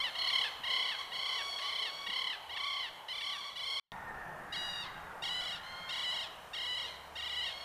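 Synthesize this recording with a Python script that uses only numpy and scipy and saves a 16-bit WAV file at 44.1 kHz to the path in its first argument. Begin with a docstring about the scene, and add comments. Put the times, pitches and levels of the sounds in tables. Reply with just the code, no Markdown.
"""Sheep bleat in a walled pen over a dull outdoor rush: high, harsh voices whose vocal folds tighten
some thirty times a second, so they quaver. Steadier answers overlap them, a thin squeal rides the
second bleat, and hooves thud softly on packed earth. Halfway the sound cuts out for an instant and
returns with a tick. One clear held call ends in a rough croak, and the bleats go on over a distant
rumble with faint whines, which slowly fades and leaves a low hum."""
import sys
import numpy as np
from scipy import signal
from scipy.fft import rfft, irfft, next_fast_len
from scipy.io import wavfile
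from scipy.ndimage import uniform_filter1d, map_coordinates

SR = 44100
rng = np.random.default_rng(int(sys.argv[2]) if len(sys.argv) > 2 else 0)


def pcm_store(signal):
    """Save signal as 16-bit PCM."""
    levels = np.round(np.clip(np.atleast_2d(signal), -1, 1) * 32767)
    wavfile.write(sys.argv[1], SR, levels.astype(np.int16).T)


N = 336924
TIME = np.arange(N) / SR


def amp(db):
    """Decibels to gain."""
    return 10 ** (np.asarray(db) / 20)


def unit_rms(x):
    """Scale to rms 1."""
    return x / np.sqrt(np.mean(x ** 2) + 1e-20)


def at_hz(points, hz):
    """Interpolate (freq_hz, value) points on a log axis."""
    freqs, values = np.transpose(points)
    return np.interp(np.log(hz + 1), np.log(freqs), values)


def curves(rows):
    """Interpolate each column after time_s over the scene."""
    times, *columns = np.transpose(rows)
    return [np.interp(TIME, times, column) for column in columns]


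def wobble(rate_hz, t):
    """Smooth random curve, rate_hz knots a second."""
    place = (t - t[0]) * rate_hz
    return map_coordinates(rng.standard_normal(int(place[-1]) + 4), [place])


def hump(x):
    """Steep-sided bump of height 1 between -1 and 1."""
    return np.exp(-np.abs(x) ** 4)


def filtered(x, response):
    """Apply a gain given as a function of frequency."""
    size = next_fast_len(N + SR // 2)
    return irfft(rfft(x, size) * response(np.fft.rfftfreq(size, 1 / SR)), size)[..., :N]


def noise(colour, patchy_db):
    """Coloured noise of rms 1 with drifting patches of gain."""
    spectrum = signal.stft(rng.standard_normal(N), nperseg=1024)[2]
    patches = uniform_filter1d(rng.standard_normal(spectrum.shape), size=4, axis=0)
    patches = uniform_filter1d(patches, size=14, axis=1)
    patchy = signal.istft(spectrum * amp(patchy_db * unit_rms(patches)), nperseg=1024)[1][:N]
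    return unit_rms(filtered(patchy, lambda hz: amp(at_hz(colour, hz))))


EDGE_S, DROOP_DB = .005, 3
COLLAPSE_S, COLLAPSE_SHARE, COLLAPSE_DB = .06, .16, 12.5


def breath(start_s, length_s, top_hz, level_db, swell_db, peak_s, arch, sag):
    """One push of air: pitch arches with effort, level swells and droops, then both collapse."""
    span = slice(*np.searchsorted(TIME, [start_s - EDGE_S / 2, start_s + length_s + EDGE_S]))
    age = TIME[span] - start_s
    effort = np.sin(np.pi * np.clip(age / length_s, 0, 1))
    collapse = np.clip(1 - (length_s - age) / COLLAPSE_S, 0, 1)
    pitch_hz = top_hz * (1 - arch * (1 - effort) - sag * (age / length_s - .5))
    pitch_hz *= 1 - COLLAPSE_SHARE * collapse ** 1.3
    shape_db = np.interp(age, [0, np.clip(peak_s, 0, length_s), length_s], [-swell_db, 0, -DROOP_DB])
    return span, age, effort, pitch_hz, level_db + shape_db - COLLAPSE_DB * collapse ** 2


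def tremor(rate_hz, spread_hz):
    """Uneven flutter of the folds, peak 1."""
    return np.sin(2 * np.pi * np.cumsum(rate_hz + spread_hz * wobble(12, TIME)) / SR)


FIRST_THROB_S, SETTLE_S, STUMBLE_BEATS = .025, .02, .035
SLOWING_SHARE, EASING_SHARE, SCATTER_SHARE = .2, .15, .2


def throbbing(age, length_s, effort, rate_hz, steady_at_s, steady_for_s, rise, half_s, calming):
    """The folds tighten in humps, quicker and shallower at full effort, calmer for one stretch."""
    def beats(s):
        lag_s = SLOWING_SHARE * length_s / np.pi * np.cos(np.pi * s / length_s)
        return rate_hz * ((1 - SLOWING_SHARE) * s - lag_s)
    beat = beats(age) - beats(FIRST_THROB_S) + STUMBLE_BEATS * wobble(60, age)
    calm = calming * np.clip((steady_for_s / 2 - np.abs(age - steady_at_s)) / SETTLE_S + .5, 0, 1)
    air_left = np.clip(2 * (length_s - age) / COLLAPSE_S - 1, 0, 1)
    scatter = 1 + SCATTER_SHARE * wobble(30.14, age)
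    strength = (1 - EASING_SHARE * effort) * (1 - calm) * air_left * scatter
    return rise * strength * hump((beat - np.round(beat)) / rate_hz / half_s)


JITTER_SHARE, CROAK_DB, HISS_DB = .007, -8.5, -29.5


def bleat(span, pitch_hz, level_db, tight, throat, mouth_db_oct, choke_db, rasp_rad, croak_hz):
    """One call: harmonics of the vocal folds slide through the throat's resonances."""
    t = TIME[span]
    # slack folds croak: ragged, alternating cycles add lines between the harmonics
    slack = np.clip((croak_hz - pitch_hz) / 90, 0, 1)
    pitch_hz = pitch_hz * (1 + tight)
    jitter = (JITTER_SHARE + .025 * slack) * wobble(260, t)
    shimmer_db = (.8 + 1.7 * slack) * wobble(300, t) - 2 * slack
    phase = 2 * np.pi * np.cumsum(pitch_hz * (1 + jitter)) / SR + rasp_rad * wobble(1100, t)
    voice = np.zeros(len(t))
    for multiple in np.arange(2, 29) / 2:
        hz = multiple * pitch_hz
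        gain = amp(at_hz(throat, hz) + mouth_db_oct * np.clip(np.log2(hz / 3000), -1, 1))
        source = 1 if multiple % 1 == 0 else slack * amp(CROAK_DB)
        voice += gain * source * np.sin(multiple * phase)
    # air hisses through the folds, one puff per cycle
    treble = signal.butter(2, [6000, 10500], "band", fs=SR, output="sos")
    hiss = signal.sosfilt(treble, rng.standard_normal(len(t)))
    voice += amp(HISS_DB + mouth_db_oct) * hiss * (1 + np.cos(phase))
    gate = np.clip(np.minimum(t - t[0], t[-1] - t) / EDGE_S, 0, 1)
    # a tight larynx passes less air, so the call pulses
    choke = np.tanh(np.maximum(tight, 0) / .09) - .2
    out = np.zeros(N)
    out[span] = np.sqrt(2) * voice * gate * amp(level_db - choke_db * choke + shimmer_db)
    return out


# throat resonances of the early, late and clear held calls: freq_hz, gain_db
EARLY_THROAT = [(1000, -11), (1550, 2.5), (2050, -2.5), (2500, -5), (3050, 4), (3500, -2.5), (4200, -5),
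                (4750, -18.5), (5250, -15.5), (7000, -37.5), (9200, -30), (15000, -52.5)]
LATE_THROAT = [(1000, -16), (2050, -2.5), (2500, -8.5), (3000, 4.5), (3450, -1), (3900, -2), (4900, -16.5),
               (5450, -11), (6000, -31), (6900, -24), (9000, -30), (15000, -45)]
CLEAR_THROAT = [(1000, -37), (2000, -4.5), (3800, 1), (4800, -6.5), (5800, -18), (7000, -24),
                (11500, -28.5), (13500, -58)]
# folds by voice: arch_share, sag_share, rasp_rad, croak_hz
VOICES = {"early": (.085, 0, .045, 924), "late": (.065, .015, 0.02, 945),
          "clear": (.008, .035, 0.0081, 925), "answer": (.035, 0, 0.06, 931)}
# larynx throbs by voice: rise_share, half_width_s, calming_share
THROBS = {"early": (.145, .0095, .55), "late": (.17, .008, .85), "clear": (.15, .008, 0.93)}
# slips of the folds: time_s
SLIPS = [0.24, 0.269, 0.301, 0.448, 0.878, 1.311, 1.595, 2.573, 3.215]
SLIP_SHARE, SLIP_HALF_S = .12, .005
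# quavering calls: start_s, length_s, top_hz, level_db, swell_db, peak_s, throb_hz,
# steady_at_s, steady_for_s, choke_db, mouth_db_oct, voice
BLEATS = [(-0.24, 0.34, 1057, -36.5, -2, 0.24, 30.3, .12, .1, 4, 0.5, "early"),
          (0.15, 0.34, 1018, -34, 9, 0.2, 36.5, 0.19, .02, 7.5, 2, "early"),
          (0.635, 0.32, 1010, -37.5, 3.5, .08, 34, .14, .1, 4, 0, "early"),
          (1.119, 0.31, 1031, -41, 5, .17, 31, 0.23, 0.084, 7.5, -0.5, "early"),
          (1.586, 0.32, 1017, -40, 6.5, 0.22, 31.2, 0.07, 0.071, 4.5, 3.8, "early"),
          (2.064, 0.3, 1012, -39, 3, 0.11, 36.3, 0.11, 0.042, 7.5, 0.7, "early"),
          (2.494, .4, 1044, -41.5, 6.5, 0.14, 31, 0.29, 0.21, 2, 0, "early"),
          (3.084, 0.3, 1034, -42.5, 2, 0.18, 35, 0.25, 0.14, 0.5, 4, "early"),
          (3.558, .35, 1051, -41.5, 4.5, .17, 30, .17, 0.13, 0.5, 5.5, "early"),
          (4.525, 0.35, 951, -44.5, -1.5, .15, 31, .22, .355, 0, 0.5, "clear"),
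          (5.223, .37, 986, -43, -2, 0.086, 31.4, .127, .112, 0.5, 4.5, "late"),
          (5.891, .39, 976.4, -41.5, 1.5, 0.23, 31.3, .19, 0.061, 1, 3.5, "late"),
          (6.534, .368, 977, -43, 1, 0.25, 31.5, 0.18, .09, 0, 2, "late"),
          (7.155, .38, 978, -41.5, 3.5, 0.32, 30.5, 0.24, 0.044, 2.5, 1.3, "late")]


def quavering_bleats():
    """Near voices throb and flutter; now and then the folds slip and the pitch cracks downward."""
    throats = {"early": EARLY_THROAT, "late": LATE_THROAT, "clear": CLEAR_THROAT}
    flutter = .007 * tremor(rate_hz=33, spread_hz=4.98)
    slip = SLIP_SHARE * sum(hump((TIME - time_s) / SLIP_HALF_S) for time_s in SLIPS)
    out = np.zeros(N)
    for start_s, length_s, *shape, throb_hz, at_s, for_s, choke_db, mouth_db_oct, voice in BLEATS:
        arch, sag, rasp_rad, croak_hz = VOICES[voice]
        span, age, effort, pitch_hz, level_db = breath(start_s, length_s, *shape, arch, sag)
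        tight = throbbing(age, length_s, effort, throb_hz, at_s, for_s, *THROBS[voice]) + flutter[span]
        pitch_hz *= 1 - slip[span]
        out += bleat(span, pitch_hz, level_db, tight, throats[voice], mouth_db_oct,
                     choke_db, rasp_rad, croak_hz)
    return out


# rush spectrum: freq_hz, gain_db
RUSH_COLOUR = [(30, -15), (80, -10), (120, -12.5), (280, -14.5), (750, 0), (1050, -2), (1500, -7.5),
               (2100, -11.5), (4500, -23.5), (15000, -29)]
# rush contour: time_s, relative_db
RUSH = [(0, -52.5), (3.6, -57), (3.92, -58.5), (6.5, -55.5)]


def rush(gain_db, patchy_db):
    """Dull, slowly drifting noise."""
    contour_db, = curves(RUSH)
    return amp(contour_db + gain_db) * noise(RUSH_COLOUR, patchy_db)


# throat resonances: freq_hz, gain_db
ANSWER_THROAT = [(1100, -4.5), (1600, 4), (2150, -2.5), (2600, -21.5), (3200, 1.5), (3700, -5), (4400, -3),
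                 (5000, -30.5), (5600, -14), (7000, -29), (9200, -28), (15000, -42)]
# answers and, at 4.844 s, the croaking end of the clear held call:
# start_s, length_s, top_hz, level_db, swell_db, peak_s, mouth_db_oct
ANSWERS_AND_CROAK = [(0.081, 0.46, 1090, -50.5, 8, 0.2, 3.5), (0.679, 0.33, 1115, -48, 1, .08, 1),
                     (0.985, .06, 1150, -43, 5, .025, 0.6), (1.131, 0.53, 1123, -46, 4, 0.34, 4),
                     (1.607, 0.13, 1140, -43.5, 7, 0.086, -1), (1.799, 0.5, 1120, -50, 2, .12, 1),
                     (2.561, 0.29, 1133, -48, 7, 0.079, -1), (3.2, 0.26, 1155, -47.5, 9.5, 0.15, 1.5),
                     (3.44, 0.09, 1140, -48, 4, 0.02, 1), (3.619, 0.32, 1120, -51, 6.5, .08, 2),
                     (4.844, 0.078, 1070, -55.5, 8, 0.024, -6.5), (5.632, 0.4, 1065, -56, -1, 0.4, 1.5),
                     (6.841, 0.13, 1046, -52.5, 8, 0.049, 3), (7.424, 0.39, 1088, -49, 8.5, 0.29, 2.8)]


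def answers_and_croak():
    """Answering bleats and the held call's rough end; tremor deepens into pulses as the air runs out."""
    arch, sag, rasp_rad, croak_hz = VOICES["answer"]
    flutter = tremor(rate_hz=30, spread_hz=4)
    out = np.zeros(N)
    for start_s, length_s, *shape, mouth_db_oct in ANSWERS_AND_CROAK:
        span, age, _, pitch_hz, level_db = breath(start_s, length_s, *shape, arch, sag)
        spent = np.clip((age - length_s) / .15 + 1, 0, 1)
        tight = (.01 + .03 * spent) * flutter[span]
        out += bleat(span, pitch_hz, level_db, tight, ANSWER_THROAT, mouth_db_oct,
                     choke_db=8, rasp_rad=rasp_rad, croak_hz=croak_hz)
    return out


# wall echo decay: freq_hz, t60_s
PEN_DECAY = [(200, 0.31), (3000, 0.98), (10000, 0.33)]


def pen_echo(x):
    """The walls return a short diffuse tail, 5 ms late."""
    hz, t, spectrum = signal.stft(rng.standard_normal(SR), SR, nperseg=256)
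    decay = amp(-60 * t / at_hz(PEN_DECAY, hz)[:, None])
    tail = signal.istft(spectrum * decay, SR, nperseg=256)[1]
    response = np.pad(tail, (SR // 200, 0)) / np.linalg.norm(tail)
    return signal.fftconvolve(x, response)[:N]


# squeal contour: time_s, pitch_hz, level_db
SQUEAL = [(0.177, 4530, -45.5), (0.2, 4246, -34.5), (0.255, 4370, -44), (0.29, 4340, -28.5),
          (0.305, 4100, -43.5)]


def squeal():
    """A thin, unsteady whistle over the second bleat."""
    pitch_hz, level_db = curves(SQUEAL)
    pitch_hz *= 1 + .0196 * wobble(180, TIME)
    gate = np.clip(np.minimum(TIME - SQUEAL[0][0], SQUEAL[-1][0] - TIME) / .0036, 0, 1)
    return gate * amp(level_db) * np.sin(2 * np.pi * np.cumsum(pitch_hz) / SR)


# hoof falls: time_s, relative_db
HOOVES = [(0.599, -52), (2.089, -50), (3.429, -57)]


def hooves():
    """Soft, low thuds on packed earth."""
    blows = sum(amp(db - 6.5) * np.exp(-((TIME - time_s - .006) / .012) ** 2) for time_s, db in HOOVES)
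    earth_colour = [(30, -16), (70, -12), (200, .5), (400, -23), (1500, -60)]  # freq_hz, gain_db
    return blows * noise(earth_colour, patchy_db=1.5)


# rumble spectra: freq_hz, gain_db
DEEP_COLOUR = [(25, -1), (80, -6), (180, 2), (280, -15), (600, -39)]
ROAR_COLOUR = [(300, -12), (550, -10), (750, -0.5), (1100, -3), (1650, -3), (1850, -0.5), (2200, -13.5),
               (3500, -29), (6000, -89)]
# rumble fade: time_s, deep_db, roar_relative_db
RUMBLE = [(4.1, -57.5, -51.5), (5.5, -63, -54.5), (6.1, -64.5, -58.5), (6.7, -70.5, -64)]


def distant_rumble():
    """Deep noise and a midrange roar fade together."""
    deep_db, roar_db = curves(RUMBLE)
    deep = amp(deep_db) * noise(DEEP_COLOUR, patchy_db=1.5)
    roar = amp(roar_db + 4.5) * noise(ROAR_COLOUR, patchy_db=3)
    return deep + roar


# whines in the rumble: start_s, end_s, pitch_hz, level_db
WHINES = [(3.85, 4.45, 1826, -54), (4.844, 6.35, 1420, -56.5), (5.298, 6.605, 1070, -59)]


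def whines():
    """Narrow, fuzzy tones swell and fade."""
    out = np.zeros(N)
    for start_s, end_s, pitch_hz, level_db in WHINES:
        progress = np.clip((TIME - start_s) / (end_s - start_s), 0, 1)
        swell = np.sqrt(np.abs(np.sin(np.pi * progress)))
        fuzz = wobble(45, TIME) + 1j * wobble(45, TIME)
        out += amp(level_db) * swell * np.real(fuzz * np.exp(2j * np.pi * pitch_hz * TIME))
    return out


# hum contour: time_s, level_db
HUM = [(6.3, -75), (6.6, -67.5), (7.3, -59), (7.64, -67)]


def hum():
    """A low, wavering tone with a weak octave swells near the end."""
    level_db, = curves(HUM)
    pitch_hz = 73.3 + .5 * wobble(2.16, TIME)
    phase = 2 * np.pi * np.cumsum(pitch_hz) / SR
    return amp(level_db) * (np.sin(phase) + .15 * np.sin(2 * phase))


CUT_S, RESUME_S = 3.798, 3.919


def scene():
    """All centred, with a very faint noise differing left and right; no echo crosses the dropout."""
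    lead = quavering_bleats() + squeal()
    backing = answers_and_croak()
    spill = amp(-13) * lead + amp(-4.5) * backing
    before = TIME < RESUME_S
    echo = pen_echo(spill * ~before) + pen_echo(spill) * before
    middle = lead + backing + echo + hooves() + rush(gain_db=3.5, patchy_db=2)
    middle += (distant_rumble() + whines() + hum()) * (TIME > CUT_S)
    side_noise = rush(gain_db=-31, patchy_db=6)
    return np.array([middle + side_noise, middle - side_noise])


DROPOUT_DB, BAND_LIMIT_HZ = -51.5, 15050
TICK_DB, TICK_DECAY_S, TICK_HZ = -32, .00057, 3400


def record(dry):
    """The sound drops out and returns with a tick; nothing passes above the band limit."""
    gain = np.where((TIME < CUT_S) | (TIME > RESUME_S), 1, amp(DROPOUT_DB))
    age = np.maximum(TIME - RESUME_S, 0)
    tick = amp(TICK_DB) * np.exp(-age / TICK_DECAY_S) * np.sin(2 * np.pi * TICK_HZ * age)
    return filtered(dry * gain + tick, lambda hz: hz < BAND_LIMIT_HZ)


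dry = scene()
out = record(dry)
pcm_store(out)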